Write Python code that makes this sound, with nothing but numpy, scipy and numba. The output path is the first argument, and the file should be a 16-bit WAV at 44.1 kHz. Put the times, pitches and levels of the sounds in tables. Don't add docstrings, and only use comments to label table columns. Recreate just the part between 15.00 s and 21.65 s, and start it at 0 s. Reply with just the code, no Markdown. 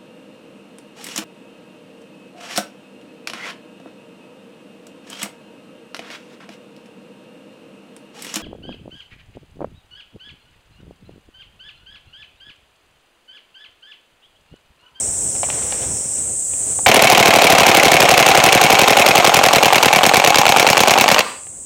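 import sys
import numpy as np
from scipy import signal
from scipy.fft import rfft, irfft, next_fast_len
from scipy.io import wavfile
from scipy.ndimage import uniform_filter1d
from numba import njit

SR = 44100
rng = np.random.default_rng(int(sys.argv[2]) if len(sys.argv) > 2 else 0)


def transcribe(signal):
    frames = np.atleast_2d(signal).T
    limited = np.clip(frames, -1, 1)
    pcm = np.round(limited * 32767).astype(np.int16)
    wavfile.write(sys.argv[1], SR, pcm)


N = 293435


def undb(db):
    return 10 ** (np.asarray(db) / 20)


def colour(x, spectrum):
    hz, db = np.transpose(spectrum)
    size = next_fast_len(x.shape[-1], real=True)
    gain = undb(np.interp(np.log(np.fft.rfftfreq(size, 1 / SR) + 1), np.log(hz), db))
    return irfft(rfft(x, size) * gain / np.sqrt(np.mean(gain ** 2)), size)[..., :x.shape[-1]]


def place(sounds, times, db):
    out = np.zeros(N + sounds.shape[1])
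    for sound, s, gain in zip(sounds, times, undb(db)):
        start = int(np.clip(s * SR, 0, N))
        out[start:start + len(sound)] += gain * sound
    return out[:N]


def hiss(spectrum, levels, waver_db, waver_hz):
    noise = colour(rng.standard_normal(N), spectrum)
    db = np.interp(np.arange(N) / SR, *np.transpose(levels))
    hold = int(SR / waver_hz)
    steps = np.repeat(rng.standard_normal(N // hold + 1), hold)
    waver = 1.3 * uniform_filter1d(uniform_filter1d(steps, hold), hold)[:N]
    return noise * undb(db + waver_db * waver)


# (time [s], level [dB])
CHORUS_TONE = [(3500, -42), (5000, -32), (6000, -20), (7000, -8), (7900, 0), (8500, -2), (9300, -10.5),
               (10300, -22), (11500, -34), (12700, -35), (13700, -31), (16000, -39)]
CHORUS_LOUDNESS = [(0, -21.5), (.5, -21.7), (.9, -22.6), (1.3, -21.8), (1.8, -20), (6.6, -20.3)]
LOW_CICADA_TONE = [(4400, -35), (5100, -12), (5500, -1), (5850, 0), (6400, -6), (7200, -30)]
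LOW_CICADA_LOUDNESS = [(0, -38), (1.17, -38), (1.3, -65)]
def cicadas():
    chorus = hiss(CHORUS_TONE, CHORUS_LOUDNESS, waver_db=.4, waver_hz=20)
    return chorus + hiss(LOW_CICADA_TONE, LOW_CICADA_LOUDNESS, waver_db=.7, waver_hz=15)


# (time [s], level [dB])
AIR_TONE = [(25, -8), (50, -3), (80, 1), (125, -3), (170, -8), (320, -9), (600, -10), (850, -17),
            (1150, -28), (3400, -31), (5000, -45), (8000, -70)]
AIR_LOUDNESS = [(0, -36), (.4, -38), (.55, -34), (.92, -33), (1.15, -39), (1.45, -41), (1.6, -37),
                (1.8, -35), (6.65, -37)]
def distant_air():
    return hiss(AIR_TONE, AIR_LOUDNESS, waver_db=1.7, waver_hz=18)


# (time [s], level [dB])
CLOTH_TONE = [(200, -12), (550, 0), (1100, -10), (3000, -12), (4500, -19), (9000, -30)]
CLOTH_LOUDNESS = [(0, -45), (.42, -47), (.52, -34), (.76, -36), (.95, -42), (1.25, -44), (1.4, -54),
                  (1.72, -42), (1.9, -60)]
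def clothes():
    return hiss(CLOTH_TONE, CLOTH_LOUDNESS, waver_db=1.7, waver_hz=60)


def ring(force, notes, pitch=1, hardness_hz=SR / 2):
    f = np.fft.rfftfreq(force.shape[-1], 1 / SR) / pitch
    response = sum(undb(db) * width * f / (width * f + 1j * (f ** 2 - hz ** 2))
                   for hz, width, db in notes)
    response = response / (1 + 1j * f / hardness_hz) ** 2
    return irfft(rfft(force) * response / np.sqrt(np.mean(np.abs(response) ** 2)), force.shape[-1])


# (base pitch [Hz], width [Hz], level [dB])
BODY_NOTES = [(290, 130, -20), (470, 110, -17), (570, 90, -7), (715, 62, 0), (785, 64, 0), (1000, 170, -8),
              (1350, 400, -16)]
STEEL_NOTES = [(1750, 500, -11), (2220, 260, 0), (2560, 320, -2), (3100, 450, -10), (3900, 700, -10),
               (5600, 900, -11), (6500, 700, -10.5)]
# (pitch [Hz], level [dB])
CRACK_TONE = [(100, -10), (1000, -2), (4000, 0), (7500, 0), (12000, -8), (16000, -13)]
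def blows(times, db, scrape_s, steel_db, crack_db, pitch, hardness_hz, rattle_db=-23, rattle_s=.019):
    t = np.arange(4096) / SR
    rattle_fade = np.exp(-t / rattle_s)
    fade = np.exp(-t / scrape_s) + undb(rattle_db) * rattle_fade
    grit = fade * rng.standard_normal((len(times), len(t)))
    hit = .42 * np.sqrt(scrape_s * SR / 2) * (t == 0)
    pitch = pitch * (1 + .02 * rng.standard_normal((len(times), 1)))
    body = ring(hit + grit, BODY_NOTES, pitch, hardness_hz)
    steel = undb(steel_db) * ring(hit + grit, STEEL_NOTES, pitch, hardness_hz)
    crack = undb(crack_db) * colour(grit, CRACK_TONE) * rattle_fade
    return place(body + steel + crack, times, db)


# (time [s], level [dB], steel ring [dB])
CLICKS = [(.352, -33, 4), (.363, -33, 2), (.432, -17.5, -3), (.439, -22, -5), (.447, -26, -8),
          (.488, -27, -14), (.5005, -17, 2), (.7235, -19, 1), (1.536, -30, -5), (1.789, -20, -22),
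          (1.862, -10, 10), (6.469, -22, 0)]
def handling():
    times, db, steel_db = np.transpose(CLICKS)
    return blows(times, db, scrape_s=.0018, steel_db=steel_db[:, None], crack_db=-30,
                 pitch=1.08, hardness_hz=2500)


# (pitch [Hz], level [dB])
ECHO_TONE = [(80, -8), (350, -1), (720, -8), (1100, 2), (2400, -5), (3800, -4), (5000, -6), (8000, -8),
             (15000, -8)]
def tree_echo(x, echo_db=-22.5, spread_s=.11, tail_db=-22, tail_s=.15):
    t = np.arange(SR * 3 // 4) / SR
    trunks = t / spread_s * np.exp(-(t / spread_s) ** 2)
    tail = undb(tail_db) * np.exp(-t / tail_s)
    echo = (trunks + tail) * rng.standard_normal(len(t))
    return undb(echo_db) * colour(signal.oaconvolve(x, echo / np.linalg.norm(echo))[:N], ECHO_TONE)


# (pitch [Hz], width [Hz], level [dB])
THUMP_NOTES = [(155, 45, -3), (210, 70, 0), (400, 130, -7)]
def thump(times, db, push_s=.0006):
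    t = np.arange(2048) / SR
    push = t * np.exp(-t / push_s)
    boom = ring(push / np.linalg.norm(push), THUMP_NOTES)
    return place(np.tile(boom, (len(times), 1)), times, db)


# (time [s], level [dB])
STOCK_BUMPS = [(1.056, -22), (6.474, -23)]
def stock_bumps():
    return thump(*np.transpose(STOCK_BUMPS))


# (time [s], chill [0 warm to 1 cold])
GAS_CHILL = [(1.9, 0), (3.3, .12), (4.2, .3), (4.8, .55), (5.3, .92), (6.2, 1)]
def chill_at(times):
    return np.interp(times, *np.transpose(GAS_CHILL))


def chill_db(times, warm_db, cold_db, scatter_db=0):
    return warm_db + chill_at(times) * (cold_db - warm_db) + scatter_db * rng.standard_normal(len(times))


# (time [s], gap between shots [s])
SHOT_GAPS = [(1.87, 0.078), (2.12, 0.078), (2.3, 0.08164), (2.6, 0.08211), (2.9, 0.08616), (3.7, 0.0886),
             (4.45, 0.09621), (4.95, 0.10442), (5.5, 0.10411), (6.0, 0.10313)]
# (time [s], time lost [s])
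SNAGS = [(5.3, .006), (5.4, .004)]
BOLT_TRIP = {"kick": (.0212, .12, .0024), "rear": (.033, .6, .009), "feed": (.0625, .45, .0015),
             "close": (.0743, 1.12, -.007)}
def blow_times(first_s=1.866, stop_s=6.21, slop_s=.0004):
    shots, gap = [first_s], lambda s: np.interp(s, *np.transpose(SHOT_GAPS))
    while shots[-1] + gap(shots[-1]) < stop_s:
        shots.append(shots[-1] + gap(shots[-1]))
    shots = np.array(shots)
    hammer = shots + sum(lost * (shots > s) for s, lost in SNAGS)
    growth = gap(shots) - gap(first_s)
    at = {"hammer": hammer, "valve": hammer + .0145, "spring": hammer + .049}
    for kind, (delay, share, cold_delay) in BOLT_TRIP.items():
        slop = slop_s * rng.standard_normal(len(shots))
        at[kind] = hammer + delay + share * growth + cold_delay * chill_at(shots) + slop
    at["gas"] = at["kick"] + .007
    at["slide"] = at["feed"] + .0065
    return {kind: times[times < stop_s] for kind, times in at.items()}


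SHOT_BLOWS = { "close": (11, 20, .0022, -4, -9, 1.1, 7000), "hammer": (24, 17, .0032, -2, 1.5, 1.03, 9000),
              "valve": (13.5, 10.5, .004, 2, -7, 1.04, 7000), "kick": (20.5, 21, .0032, -2, 2, 1, 9000),
              "gas": (14, 10.5, .007, -5, -2, .98, 6000), "rear": (15.5, 21, .0026, -2, -7, 1.02, 7000),
              "spring": (20.5, 0, .006, 1, -13, 1, 5000), "feed": (13, 18, .0011, -14, -30, 1.07, 2800),
              "slide": (6, 4, .008, -9, -27, 1.04, 4500), }
def clatter(at, warm_pitch=.98, cold_pitch=1.02, bass_cut_hz=200):
    out = 0
    for kind, (warm_db, cold_db, scrape_s, steel_db, crack_db, pitch, hardness_hz) in SHOT_BLOWS.items():
        rise = warm_pitch + (cold_pitch - warm_pitch) * chill_at(at[kind])[:, None]
        db = chill_db(at[kind], warm_db, cold_db, scatter_db=1.5)
        out = out + blows(at[kind], db, scrape_s, steel_db, crack_db, pitch * rise, hardness_hz)
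    return signal.sosfilt(signal.butter(2, bass_cut_hz, "high", fs=SR, output="sos"), out)


GAS_CHIRPS = {"hammer": (20, 12, .009), "kick": (19, 10, .012)}
def gas_chirps(at, start_hz=1400, fall_s=.006):
    t, out = np.arange(1024) / SR, 0
    for kind, (warm_db, cold_db, length_s) in GAS_CHIRPS.items():
        db = chill_db(at[kind], warm_db, cold_db)
        hz = start_hz * (1 + .07 * rng.standard_normal((len(db), 1))) * np.exp(-t / fall_s)
        swell = np.sin(np.pi * np.minimum(t / length_s, 1))
        chirps = swell * np.sin(2 * np.pi * np.cumsum(hz, axis=1) / SR)
        out = out + place(chirps, at[kind], db)
    return out


AIR_PUSHES = {"hammer": (11, 5, .004), "kick": (17, 14.5, .006), "rear": (11, -3, .003)}
def gas_booms(at):
    return sum(thump(at[kind] + delay, chill_db(at[kind], warm_db, cold_db, scatter_db=.8))
               for kind, (warm_db, cold_db, delay) in AIR_PUSHES.items())


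# (pitch [Hz], width [Hz], level [dB])
SPRING_NOTES = [(5500, 500, -3), (6500, 450, 0), (12950, 110, 0)]
def spring_song(times, warm_db, cold_db, fade_s, size=4096):
    shiver = np.exp(-np.arange(size) / SR / fade_s) * rng.standard_normal((len(times), size))
    return place(ring(shiver, SPRING_NOTES), times, chill_db(times, warm_db, cold_db))


def rifle():
    at = blow_times()
    return (clatter(at) + gas_chirps(at) + gas_booms(at)
            + spring_song(at["kick"], warm_db=-12, cold_db=3, fade_s=.02)
            + spring_song(at["spring"], warm_db=-7, cold_db=-14, fade_s=.035))


def scene():
    gun = rifle() + handling() + stock_bumps()
    background = cicadas() + distant_air() + clothes()
    return (gun + tree_echo(gun) + background)[None]


@njit
def follow(x, rise_s, fall_s):
    out, level = np.empty(len(x)), 0.
    for i in range(len(x)):
        level += (x[i] - level) / (SR * (rise_s if x[i] > level else fall_s))
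        out[i] = level
    return out


def record(dry, turn_down_db=-17, ceiling=.51, bass_cut_hz=62, treble_cut_hz=15900):
    overload = follow(1. * (np.abs(dry[0]) > 1), rise_s=.003, fall_s=1.5)
    clipped = np.clip(dry[0] * undb(turn_down_db * overload), -1, 1)
    level = follow(np.abs(clipped), rise_s=.0016, fall_s=.024)
    pressed = clipped * ceiling / np.maximum(level, ceiling)
    pressed = signal.sosfilt(signal.butter(2, bass_cut_hz, "high", fs=SR, output="sos"), pressed)
    return signal.sosfilt(signal.ellip(10, .2, 70, treble_cut_hz, fs=SR, output="sos"), pressed)[None]


dry = scene()
out = record(dry)
transcribe(out)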